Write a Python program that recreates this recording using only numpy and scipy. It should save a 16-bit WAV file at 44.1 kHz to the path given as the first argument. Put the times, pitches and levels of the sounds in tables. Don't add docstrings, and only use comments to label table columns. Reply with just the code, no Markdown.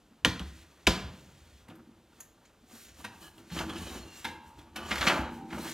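import sys
import numpy as np
from scipy import signal
from scipy.fft import rfft, irfft
from scipy.io import wavfile

SR = 44100
rng = np.random.default_rng(int(sys.argv[2]) if len(sys.argv) > 2 else 0)


def gain_from_db(level_db):
    decades = np.asarray(level_db, float) / 20
    return 10 ** decades


def wrap_up_sound(samples):
    columns = np.atleast_2d(samples).T
    tamed = np.clip(columns, -1, 1)
    steps = np.round(tamed * 32767).astype(np.int16)
    wavfile.write(sys.argv[1], SR, steps)


N = 252693

# (frequency [Hz], density [dB per Hz])
AIR_SPECTRUM = [(15, -32), (25, 8.5), (70, 1.5), (317, -1.5), (516, -6), (2220, -18.5), (2990, -15),
                (4870, -20.5), (12900, -27), (14800, -21.5), (16000, -68)]
AIR_DB = -64.5
# (frequency [Hz], t60 [s])
ROOM_DECAY = [(60, 0.72), (160, 0.49), (420, 0.43), (1100, 0.49), (2910, 0.5), (7680, 0.36)]
# (delay [s], level [dB])
ECHOES = [(.0021, -30), (.0078, -12.5), (0.017, -17), (0.022, -46)]

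# (time [s], hold [s], level [dB], fall [dB/s])
TREADS = [(.27, 0.018, -24, 339), (.43, 0.042, -38, 99), (0.891, 0.01, -20.5, 425.5),
          (1.04, 0.04, -37, 143), (1.25, 0.43, -51, 200), (1.721, 0.025, -54.5, 21), (2.89, 0.26, -49, 60),
          (3.58, 0.22, -35.5, 43), (4.2, 0.42, -51, 26), (4.79, 0.12, -43.5, 22), (5.0, 0.029, -29.5, 172),
          (5.2, 0.013, -38, 71), (5.53, .03, -48, 85), (5.72, .02, -45, 68)]
TREAD_RISE_DB_PER_S = 750

# (time [s], peak [dB], snap pitch [Hz], woody body [dB re snap], body t60 [s])
KNOCKS = [(0.2486, -6, 2960, -8, 0.075), (0.2485, -10.5, 1660, -35.5, 0.056),
          (0.2576, -18.5, 3000, -35, .35), (0.264, -26, 3240, -26, .05), (.395, -27.5, 3000, -8, 0.097),
          (0.868, -21, 2435, -13, 0.046), (0.8691, -10.5, 2460, -7.5, 0.027),
          (0.8704, -15, 2340, -1.5, 0.057), (0.8721, -8.5, 2580, -2.5, 0.037),
          (0.8738, -12.5, 3900, -25.5, 0.031), (0.8753, -14.5, 3270, -12.5, 0.7),
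          (0.88, -27, 3150, -18, 0.065)]
# (frequency [Hz], level [dB])
CABINET_BODY = [(88, -32), (150, 3.5), (278, -7.5), (833, -10.5), (1460, -9), (2400, -14), (4400, -20),
                (15000, -28.5)]
# (time [s], peak [dB], centre [Hz], width [Hz])
THROWN = [
    (0.2482, -5.5, 3075, 1480),
    (.2487, -13.5, 1700, 500),
    (.395, -25, 3000, 1500),
    (.871, -1, 2700, 1700),
    (.871, -11.5, 1090, 900),
]
SNAP_WIDTH = 0.12
SPLINTER_DB, SPLINTER_T60_S = -26, .002

# (time [s], peak [dB], pitch [Hz], t60 [s], deep boom [dB re note])
BUMPS = [(0.108, -51, 227, 0.2, -20), (0.255, -31, 313, 0.23, -24), (0.273, -11.5, 245, 0.027, -9),
         (0.403, -33, 173.5, 0.16, -0.5), (0.869, -23.5, 330, 0.072, 2.5), (0.876, -30.5, 524, 0.1, -7.5),
         (0.907, -23.5, 185, 0.074, -8), (1.027, -50, 127, 0.044, 10.5), (1.183, -59.5, 121, 0.1, 6),
         (1.684, -41.5, 235, 0.095, -7), (1.873, -46, 227.7, 0.19, -26), (2.627, -47.5, 237, 0.087, -22),
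         (2.728, -45, 229, 0.2, -19), (3.042, -40, 213, 0.15, -10), (3.374, -54.5, 330, 0.21, -2.5),
         (3.512, -33, 170, 0.32, -9), (4.244, -38.5, 227, 0.21, -9.5), (4.579, -48, 303, 0.13, -4),
         (4.762, -41.5, 219, 0.3, -18), (4.909, -33.5, 208.5, 0.24, -5), (5.071, -16.5, 196, 0.057, -24),
         (5.189, -25, 244, 0.12, -3.5), (5.53, -37.5, 241.5, 0.28, -4)]
LIGHT_BOOM_HZ, HEAVY_BOOM_HZ, HEAVY_FROM_DB = 103.6, 68.7, -37

# (time [s], hold [s], level [dB])
RUSTLES = [(.42, .2, -60), (.7, .15, -67.5), (0.951, 0.26, -63.5), (1.2, .15, -66), (1.38, 0.23, -65.5),
           (2.151, 0.072, -67.5), (2.45, 0.015, -70.5), (2.726, 0.16, -59), (2.99, 0.058, -59),
           (3.15, 0.0083, -64.5), (3.22, 0.026, -60.5), (3.389, 0.0023, -62.5), (3.562, 0.026, -45),
           (3.66, 0.074, -58.5), (3.78, 0.2, -51.5), (4.04, 0.067, -61.5), (4.14, 0.054, -55),
           (4.256, 0.0018, -52), (4.47, 0.016, -67), (4.591, 0.005, -62), (4.77, 0.012, -78),
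           (4.91, 0.19, -44), (5.07, 0.0052, -38), (5.17, 0.017, -52), (5.33, 0.054, -62.5),
           (5.541, 0.2, -52.5), (5.67, .1, -46)]
RUSTLE_RISE_DB_PER_S, RUSTLE_FALL_DB_PER_S = 219, 177
# (time [s], hold [s], level [dB])
SWISHES = [(1.755, 0.0088, -80), (2.211, .01, -66), (2.74, 0.11, -57.5), (3.0, 0.019, -59),
           (3.15, .008, -66), (3.22, 0.052, -57), (3.38, 0.0091, -63), (3.58, .025, -59), (3.8, .15, -59),
           (4.18, 0.018, -56), (4.48, 0.0091, -65), (4.59, .006, -76), (4.96, 0.093, -64), (5.17, .02, -57),
           (5.33, 0.049, -64.5), (5.53, .05, -66), (5.62, 0.1, -50)]
SWISH_RISE_DB_PER_S, SWISH_FALL_DB_PER_S, SWISH_FROM_HZ = 250, 334, 5200

# (start [s], end [s], pitch [Hz], width [Hz], level [dB])
WHINES = [(3.48, 3.56, 4250, 120, -64), (3.55, 3.6, 3120, 150, -52), (3.78, 4.0, 3880, 60, -62),
          (3.84, 3.98, 6610, 60, -66), (3.98, 4.25, 4250, 60, -66), (4.08, 4.25, 5800, 60, -68),
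          (5.495, 5.6, 2150, 300, -60), (5.58, 5.73, 4100, 90, -60), (3.692, 3.712, 3240, 150, -43),
          (4.0, 4.25, 2770, 50, -63), (4.13, 4.25, 7500, 220, -62), (5.335, 5.47, 850, 14, -59),
          (5.31, 5.5, 786, 8, -59), (3.752, 3.79, 2900, 120, -57), (3.752, 3.84, 1730, 40, -58),
          (3.752, 3.86, 1120, 90, -58), (3.85, 3.91, 3070, 110, -57), (3.85, 3.89, 2500, 90, -61),
          (3.895, 3.97, 1080, 80, -57), (3.22, 3.32, 1680, 90, -69)]

# (time [s], rack level [dB], pan level [dB])
STRIKES = [
    (1.684, -75, -79),
    (3.045, -55.5, -60),
    (3.512, -56, -56.5),
    (3.694, -61, -56.5),
    (4.246, -54, -48),
    (4.761, -52, -54.5),
    (4.911, -64, -59),
    (5.071, -57, -48),
    (5.2, -39, -72),
    (5.525, -46, -56),
]
# (pitch [Hz], level [dB], t60 [s])
RACK_MODES = [(323, -2, .9), (780, -8, 1.0), (850, -1, .55), (890, -10, .6), (1163, -8, .3),
              (1500, -10, .5), (1600, -11, .4), (2600, -18, .45), (2864, -20, .7), (3042, -22, .6),
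              (3885, -23, .7), (4070, -19, .3)]
# (pitch [Hz], level [dB], t60 [s])
PAN_MODES = [(506, -3, .4), (806, -8, .8), (867, -5, 1.6), (880, -9, 1.2), (937, -6, 1.6), (1044, -1, .75),
             (1583, -7, .6), (1642, -7, .7), (1723, -2, 1.3), (2380, -10, .35), (2748, -8, .9),
             (2920, -14, .5), (4371, -20, .35), (5696, -20, .33)]

# (pitch [Hz], level [dB], t60 [s])
NOTES_NUDGE = [(495, -4, 0.091), (955, 2, 0.11), (990, -6, 0.27), (1570, -1, 0.098), (2150, -7, 0.093),
               (2510, -1, .07), (3080, -8, 0.077), (3700, -2, .08)]
NOTES_DROP = [(900, -6, 0.13), (1046, -16, 0.17), (1520, -3.5, 0.13), (1960, -11, .1), (2125, -4.5, 0.098),
              (2750, -5, 0.065), (3620, -3, 0.081), (3900, 3, 0.064)]
NOTES_CATCH = [(715, 3, 0.12), (1480, 4.5, 0.29), (1850, -10, .15), (2800, -2, 0.098), (3150, -6, .08),
               (3461, -13, .08)]
NOTES_PULL = [(1200, 4, 0.092), (1610, -3, 0.22), (2112, 1.5, 0.13), (2250, -8, 0.093), (3040, -1, .1),
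              (3680, -20, 0.067), (4430, -16, 0.069)]
NOTES_BOUNCE = [(1320, -3, .08), (1520, -2, .12), (2719, -5, .1), (3420, 0, 0.084), (3903, -7, .1),
                (4280, -2, 0.11)]
NOTES_CRASH = [(1174, 1, .12), (1377, -1.5, 0.16), (1593, -5.5, 0.23), (1949, -2, 0.095),
               (2270, -1.5, 0.06), (2650, -6.5, .15), (2990, -0.5, .1), (3330, -9, 0.083),
               (4340, -0.5, 0.064)]
# (time [s], level [dB], notes [table])
CLANKS = [
    (3.042, -43, NOTES_NUDGE),
    (4.2444, -36.5, NOTES_DROP),
    (4.759, -42, NOTES_CATCH),
    (4.91, -30, NOTES_PULL),
    (5.012, -33, NOTES_BOUNCE),
    (5.071, -29, NOTES_CRASH),
    (5.079, -34.5, NOTES_CRASH),
]

# (time [s], peak [dB], centre [Hz], t60 [s], dull part [dB])
TICKS = [(3.043, -43, 9000, .03, -10), (1.752, -56, 13000, .04, -30), (2.203, -43, 13500, .03, -30),
         (2.206, -54, 2050, .04, -6), (2.452, -58, 6900, .06, -20), (5.502, -38, 2100, .04, -4),
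         (5.524, -34, 1150, .06, -2)]
# (time [s], peak [dB], crack centre [Hz], chatter t60 [s], dull part [dB])
CATCHES = [(1.682, -44, 900, 0.03, 7), (1.696, -46, 2930, 0.06, 1), (1.751, -57, 1570, 0.034, -11),
           (2.202, -35.5, 6780, 0.027, -5.5), (2.204, -41.5, 11150, 0.026, -21),
           (2.451, -53.5, 3000, 0.028, 2), (3.04, -39, 960, 0.057, -2), (3.043, -38, 1570, 0.067, 0),
           (3.044, -30, 2450, 0.048, 11), (3.379, -43, 2840, 0.015, -2), (3.499, -43, 1900, 0.079, 15),
           (3.516, -39, 3000, 0.072, 0), (3.558, -54, 3000, .05, 2), (3.573, -31, 3000, 0.051, -4),
           (3.588, -25, 2860, 0.018, 5), (3.607, -35, 2780, 0.041, 15), (3.693, -28.5, 3130, 0.033, 3),
           (3.757, -36.5, 2740, 0.099, 4), (4.587, -48, 3300, 0.04, -5.5), (4.758, -29.5, 2660, 0.053, -1),
           (5.581, -41, 1520, 0.0398, -10), (5.674, -36, 3000, 0.0495, 6), (5.563, -54, 1954, 0.05, -2)]
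# (time [s], peak [dB], crack centre [Hz], dull part [dB])
LANDINGS = [(4.244, -26, 1650, -7), (4.246, -30.5, 923, -26), (4.25, -25.5, 2110, 0),
            (4.907, -29, 2840, -3), (4.913, -18.5, 1920, 16), (4.925, -24.5, 2250, 12),
            (4.955, -25, 2000, -8), (4.979, -26.5, 1880, 1), (5.009, -22, 3440, 11),
            (5.015, -20.5, 1550, 3), (5.026, -19, 1520, 10), (5.067, -15, 2420, 11),
            (5.073, -12.5, 2150, 12), (5.081, -16, 1580, -3.5), (5.097, -17.5, 1540, 17.5),
            (5.106, -34, 2850, 7), (5.121, -35, 1070, 0), (5.203, -39, 704, 3)]
LANDING_T60_S = 0.054
CATCH_RISE_S, LANDING_RISE_S = 0.0067, 0.0024
CATCH_TREBLE_DB, LANDING_TREBLE_DB, TICK_TREBLE_DB = -10.5, -19, -41

# (time [s], hold [s], scrape level [dB], shell rumble [dB re
# scrape], squeal [dB re scrape])
PULLS = [(.41, 0.015, -56.5, 4.5, -35), (.62, 0.29, -67.5, -12, -27), (1.0, 0.11, -88, -9, -30),
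         (1.25, 0.3, -76, 0, -27), (1.706, 0.011, -58, 8.5, -26), (2.17, 0.024, -67.5, -1, -28.5),
         (2.69, 0.14, -73, -14, 7), (2.997, 0.13, -61, 3, -1), (3.23, 0.023, -67.5, 5.5, 9.5),
         (3.39, 0.0046, -61.5, 4.5, -25), (3.57, 0.029, -44, 6, -9.5), (3.697, 0.0081, -48.5, 7.5, -3.5),
         (3.76, 0.2, -55, 4.5, 4.5), (4.04, 0.15, -62, 2, -7), (4.27, 0.026, -58, 7.5, 4),
         (4.42, 0.12, -67.5, 4, -17), (4.59, 0.045, -62.5, 0.5, -10), (4.776, 0.12, -50, -1, -0.5),
         (4.909, 0.11, -40.5, -10, -25), (5.015, .04, -38.5, -14, -22), (5.054, 0.066, -31, -7.5, -36),
         (5.22, 0.2, -60.5, 15, -15), (5.536, 0.041, -43, 4.5, -34), (5.66, .1, -50.5, -7, -7)]
PULL_RISE_DB_PER_S, PULL_FALL_DB_PER_S, SHELL_FALL_DB_PER_S = 429, 132, 61
# (pitch [Hz], width [Hz], level [dB])
SHELL_MODES = [(116, 11, -17), (170, 20, -0.5), (239.4, 18, 1), (326.5, 6.5, 4), (430, 120, -8.5)]
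# (pitch [Hz], width [Hz], level [dB])
SQUEAL_MODES = [(330, 140, 0), (730, 63, -10.5), (1170, 79, -10), (1680, 26, -12.5), (2590, 45, -11),
                (3000, 120, -5), (3970, 250, -8.5), (8940, 200, -13.5)]
# (frequency [Hz], density [dB per Hz])
SCRAPE_SPECTRUM = [(260, 6.5), (450, 0.5), (553, 6.5), (1060, 5), (1280, 6), (2120, -5), (2460, -6),
                   (2960, -11), (3640, -44.5), (7000, -17.5), (9100, -71.5), (15400, -120)]
# (frequency [Hz], density [dB per Hz])
HISS_SPECTRUM = [(880, -37), (1500, 3), (2400, 2.5), (4250, 1.5), (5000, -2.5), (6550, -1), (10500, -8),
                 (14800, -8.5)]
IDLE_SCRAPE_DB, IDLE_RUMBLE_DB, IDLE_HISS_DB, IDLE_TREAD_DB = -75, -73.5, -80.5, -78.5


def unit_rms(x):
    return x / np.sqrt(np.mean(x ** 2) + 1e-20)


def unit_peak(x):
    return x / np.max(np.abs(x))


def at_hz(points, hz):
    points = np.array(points)
    return np.interp(np.log(hz), np.log(points[:, 0]), points[:, 1])


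def add(out, s, piece):
    start = round(s * SR)
    out[start:start + len(piece)] += piece[:len(out) - start]


def drift(rate_hz):
    hop, settle = 40, 2000
    r = np.exp(-2 * np.pi * rate_hz * hop / SR)
    white = rng.standard_normal(N // hop + 2 + settle)
    slow = signal.lfilter([1], [1, -2 * r, r * r], white)[settle:]
    return np.interp(np.arange(N) / hop, np.arange(len(slow)), unit_rms(slow))


def low_pass(x, hz):
    return signal.lfilter(*signal.butter(2, min(hz, .45 * SR), fs=SR), x)


def resonance(x, hz, width_hz):
    r = np.exp(-np.pi * width_hz / SR)
    top = np.array([1, 0, -1]) * (1 - r * r) / 2
    return signal.lfilter(top, [1, -2 * r * np.cos(2 * np.pi * hz / SR), r * r], x)


def bands():
    edges = 28 * 2 ** np.arange(0, 9.6, .5)
    return [(np.sqrt(low * high), signal.butter(2, [low, high], "band", fs=SR, output="sos"))
            for low, high in zip(edges, edges[1:])]


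def coloured(x, spectrum):
    hz = np.maximum(np.fft.rfftfreq(len(x), 1 / SR), 1)
    below = np.maximum(np.log2(spectrum[0][0] / hz), 0)
    above = np.maximum(np.log2(hz / spectrum[-1][0]), 0)
    gain = gain_from_db(at_hz(spectrum, hz) - 8.0 * (below + above))
    return unit_rms(irfft(rfft(x) * gain, len(x)))


def grit(per_s, spread_db, size):
    strengths = gain_from_db(spread_db * np.minimum(rng.exponential(1, size), 4))
    strengths = strengths * rng.choice([-1, 1], size)
    return unit_rms(strengths * (rng.random(size) < per_s / SR))


def swells(s, held_s, level_db, rise, fall, idle_db):
    t = np.arange(0, N + 64, 64)[:, None] / SR
    before = np.maximum(s - t, 0)
    after = np.maximum(t - s - held_s, 0)
    each_db = level_db - rise * before - fall * after
    power = np.sum(gain_from_db(each_db) ** 2, axis=1) + gain_from_db(idle_db) ** 2
    return np.interp(np.arange(N) / SR, t[:, 0], 10 * np.log10(power))


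def room_air():
    mid = gain_from_db(AIR_DB) * coloured(rng.standard_normal(N), AIR_SPECTRUM)
    side = coloured(rng.standard_normal(N), AIR_SPECTRUM)
    return mid, gain_from_db(AIR_DB - 29.5) * np.diff(side, prepend=0)


def kitchen(x, tail_db, side_db):
    t = np.arange(int(.7 * SR)) / SR
    white, tail = rng.standard_normal((2, 2, len(t))), 0
    for k, (hz, band) in enumerate(bands()):
        fade = gain_from_db(-60 * t / at_hz(ROOM_DECAY, hz))
        tail = tail + signal.sosfilt(band, white[k % 2]) * fade
    tail = gain_from_db(tail_db) * tail * np.minimum(t / 0.0013, 1)
    for s, db in ECHOES:
        tail[0, round(s * SR)] += gain_from_db(db)
    mid, side = signal.fftconvolve(x[None], tail, axes=1)[:, :N]
    return mid, gain_from_db(side_db) * (np.diff(side, prepend=0) + .06 * low_pass(side, 500))


def tread():
    s, held_s, level_db, fall = np.transpose(TREADS)
    push = rng.standard_normal(N)
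    upper = resonance(resonance(push, 69.7, 47), 69.7, 47)
    lower = resonance(resonance(push, 48, 25), 48, 25)
    effort_db = swells(s, held_s, level_db, TREAD_RISE_DB_PER_S, fall, IDLE_TREAD_DB)
    return gain_from_db(effort_db - 10.0) * unit_rms(upper - 0.51 * lower)


def knocks():
    out, sent, t = np.zeros(N), np.zeros(N), np.arange(SR // 2) / SR
    click = 1. * (t == 0)
    blow = resonance(low_pass(low_pass(click, 11000), 11000), 3730, 3900)
    edge = 0.069 * resonance(blow, 5800, 1500) + 0.036 * resonance(blow, 8200, 6000)
    for s, peak_db, hz, body_db, t60 in KNOCKS:
        white, body = rng.standard_normal((2, len(t))), 0
        splinters = gain_from_db(SPLINTER_DB - 60 * t[:160] / SPLINTER_T60_S) * white[0, -160:]
        crumbs = click[:160] + splinters
        snap = resonance(blow, hz, SNAP_WIDTH * hz) + signal.lfilter(crumbs, 1, edge)
        for k, (centre, band) in enumerate(bands()):
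            fade = gain_from_db(-60 * t / (t60 * (centre / 1000) ** -.3))
            onset = np.minimum(t * centre, 1)
            wood = signal.sosfilt(band, white[k % 2] * fade * onset)
            body = body + gain_from_db(at_hz(CABINET_BODY, centre)) * wood
        body = gain_from_db(peak_db + body_db) * unit_peak(body)
        add(out, s, gain_from_db(peak_db) * unit_peak(snap) + body)
        add(sent, s, body)
    for s, peak_db, hz, width_hz in THROWN:
        pulse = resonance(blow, hz, width_hz) + 1.5 * edge
        add(sent, s, gain_from_db(peak_db) * unit_peak(pulse))
    return out, sent


def bumps():
    out, t = np.zeros(N), np.arange(SR // 2) / SR
    for s, peak_db, hz, t60, boom_db in BUMPS:
        boom_hz = np.interp(peak_db - HEAVY_FROM_DB, [-3, 0], [LIGHT_BOOM_HZ, HEAVY_BOOM_HZ])
        rise = 1 - np.exp(-t / 0.0033)
        note = np.sin(2 * np.pi * hz * t) * gain_from_db(-60 * t / t60)
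        partner = np.sin(2 * np.pi * (1.2 * hz * t + rng.random())) * gain_from_db(-80 * t / t60)
        boom = gain_from_db(boom_db) * np.sin(2 * np.pi * boom_hz * t) * gain_from_db(-60 * t / (1.6 * t60))
        add(out, s, gain_from_db(peak_db) * rise * (note + .5 * partner + boom))
    return out


def swish():
    level_db = swells(*np.transpose(SWISHES), SWISH_RISE_DB_PER_S, SWISH_FALL_DB_PER_S, -110)
    treble = signal.butter(2, SWISH_FROM_HZ, "high", fs=SR, output="sos")
    fibres = signal.sosfilt(treble, grit(16030, 1.3, size=N))
    sheen = sum(resonance(fibres, hz, 118) for hz in (8300, 9500, 11700, 12300, 14500))
    return gain_from_db(level_db + 1.1 * drift(60)) * unit_rms(fibres + 1.5 * sheen)


def whines():
    out = np.zeros(N)
    settle = 8192
    for start, end, hz, width_hz, level_db in WHINES:
        rubbing = rng.standard_normal(SR // 2 + settle)
        tone = resonance(resonance(rubbing, hz, width_hz), hz, width_hz)
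        along = np.arange(SR // 2) / SR / (end - start)
        swell = np.sqrt(np.sin(np.pi * np.minimum(along, 1)) + 1e-12)
        add(out, start, gain_from_db(level_db) * unit_rms(tone[settle:]) * swell)
    return out


def ringing(force, modes):
    out = 0
    for k, (hz, level_db, t60) in enumerate(modes):
        width_hz = np.log(1000) / (np.pi * t60)
        gain = gain_from_db(level_db) * SR / (2 * np.pi * width_hz)
        out = out + (-1) ** k * gain * resonance(force, hz, width_hz)
    return out


def metal(rub):
    s, rack_db, pan_db = np.transpose(STRIKES)
    rack, pan = rub + 1e-18, rub + 1e-18
    rack[(s * SR).astype(int)] += gain_from_db(rack_db)
    pan[(s * SR).astype(int)] += gain_from_db(pan_db)
    return ringing(rack, RACK_MODES) + ringing(pan, PAN_MODES)


def clanks():
    out, t = np.zeros(N), np.arange(SR // 2) / SR
    for s, level_db, notes in CLANKS:
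        hz, note_db, t60 = np.transpose(notes)[:, :, None]
        fade = gain_from_db(note_db - 60 * t / np.minimum(t60, .25))
        bloom = 1 - np.exp(-t * hz / 1.7)
        sign = (-1) ** np.arange(len(notes))[:, None]
        rings = sign * fade * bloom * np.sin(2 * np.pi * hz * t)
        add(out, s, gain_from_db(level_db - np.max(note_db)) * np.sum(rings, axis=0))
    return out


def contacts():
    catches = [(*row, CATCH_TREBLE_DB, CATCH_RISE_S) for row in CATCHES]
    landings = [(s, db, hz, LANDING_T60_S, dull_db, LANDING_TREBLE_DB, LANDING_RISE_S)
                for s, db, hz, dull_db in LANDINGS]
    ticks = [(*row, TICK_TREBLE_DB, CATCH_RISE_S) for row in TICKS]
    return catches + landings + ticks


def hits():
    out, t = np.zeros(N), np.arange(4096) / SR
    treble = signal.butter(2, [5500, 14000], "band", fs=SR, output="sos")
    for s, peak_db, hz, t60, dull_db, treble_db, rise_s in contacts():
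        envelope = gain_from_db(-60 * t / t60) * np.minimum(t / rise_s, 1)
        chatter = grit(12000, 2.34, size=len(t)) * envelope
        crack = resonance(chatter, hz, 0.14 * hz) + 1.6 * resonance(chatter, hz, 0.034 * hz)
        overtone = 0.3 * resonance(chatter, 1.9 * hz, .5 * hz)
        dull = gain_from_db(dull_db) * resonance(chatter, 1000, 2970)
        tone = low_pass(crack + overtone + dull, 1.93 * hz)
        tone = tone + gain_from_db(treble_db) * signal.sosfilt(treble, chatter)
        add(out, s, gain_from_db(peak_db) * unit_peak(tone))
    return out


def drag():
    s, held_s, pull_db, shell_db, sing_db = np.transpose(PULLS)
    scrape_db = swells(s, held_s, pull_db, PULL_RISE_DB_PER_S, PULL_FALL_DB_PER_S, IDLE_SCRAPE_DB)
    rumble_db = swells(s, held_s, pull_db + shell_db, PULL_RISE_DB_PER_S, SHELL_FALL_DB_PER_S, IDLE_RUMBLE_DB)
    squeal_db = swells(s, held_s, pull_db + sing_db, PULL_RISE_DB_PER_S, PULL_FALL_DB_PER_S,
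                       IDLE_SCRAPE_DB - 21) - scrape_db
    hiss_db = swells(*np.transpose(RUSTLES), RUSTLE_RISE_DB_PER_S, RUSTLE_FALL_DB_PER_S, IDLE_HISS_DB)

    shake = grit(900, 4.25, size=N)
    rumble = unit_rms(sum((-1) ** k * gain_from_db(db) * unit_rms(resonance(shake, hz, width_hz))
                          for k, (hz, width_hz, db) in enumerate(SHELL_MODES)))
    rumble = gain_from_db(rumble_db + 1.1 * drift(28.0)) * rumble

    slips = grit(5000, 1.1, size=N)
    scrape_gain = gain_from_db(scrape_db + 3.3 * drift(22))
    squeal = unit_rms(sum(gain_from_db(db + 4.5 * drift(6.5)) * unit_rms(resonance(slips, hz, width_hz))
                          for hz, width_hz, db in SQUEAL_MODES))
    scrape = scrape_gain * (coloured(slips, SCRAPE_SPECTRUM) + gain_from_db(squeal_db) * squeal)

    grains = coloured(grit(14000, 0.86, size=N), HISS_SPECTRUM)
    sheen = sum(resonance(grains, hz, 160) for hz in (5646, 6640, 7150, 9630, 11470, 12600, 14520))
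    sheen = gain_from_db(np.minimum(squeal_db, 0) + 1.5) * sheen
    flutter_db = .7 * drift(30) + .8 * drift(120)
    hiss = gain_from_db(hiss_db + flutter_db) * (grains + sheen)

    wire_force = gain_from_db(-60.5) * scrape_gain * slips
    return rumble + scrape + hiss, wire_force


def scene():
    rasp, rub = drag()
    rasp = rasp + swish()
    knocked, thrown = knocks()
    struck = hits() + clanks() + bumps() + metal(rub) + whines()
    room, room_side = kitchen(struck + thrown + gain_from_db(-4.5) * rasp, tail_db=-37.0, side_db=-22.5)
    air, air_side = room_air()
    mid = struck + knocked + rasp + room + tread() + air
    side = room_side + air_side
    return np.array([np.append(0, mid[:-1]) + side, mid - side])


def top_cut(x):
    return signal.sosfilt(signal.butter(12, 16670, fs=SR, output="sos"), x)


def record(dry):
    heard = signal.sosfilt(signal.butter(3, 42, "high", fs=SR, output="sos"), dry)
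    heard = signal.sosfilt(signal.cheby2(14, 60, 16500, fs=SR, output="sos"), heard)
    return top_cut(heard)


dry = scene()
out = record(dry)
wrap_up_sound(out)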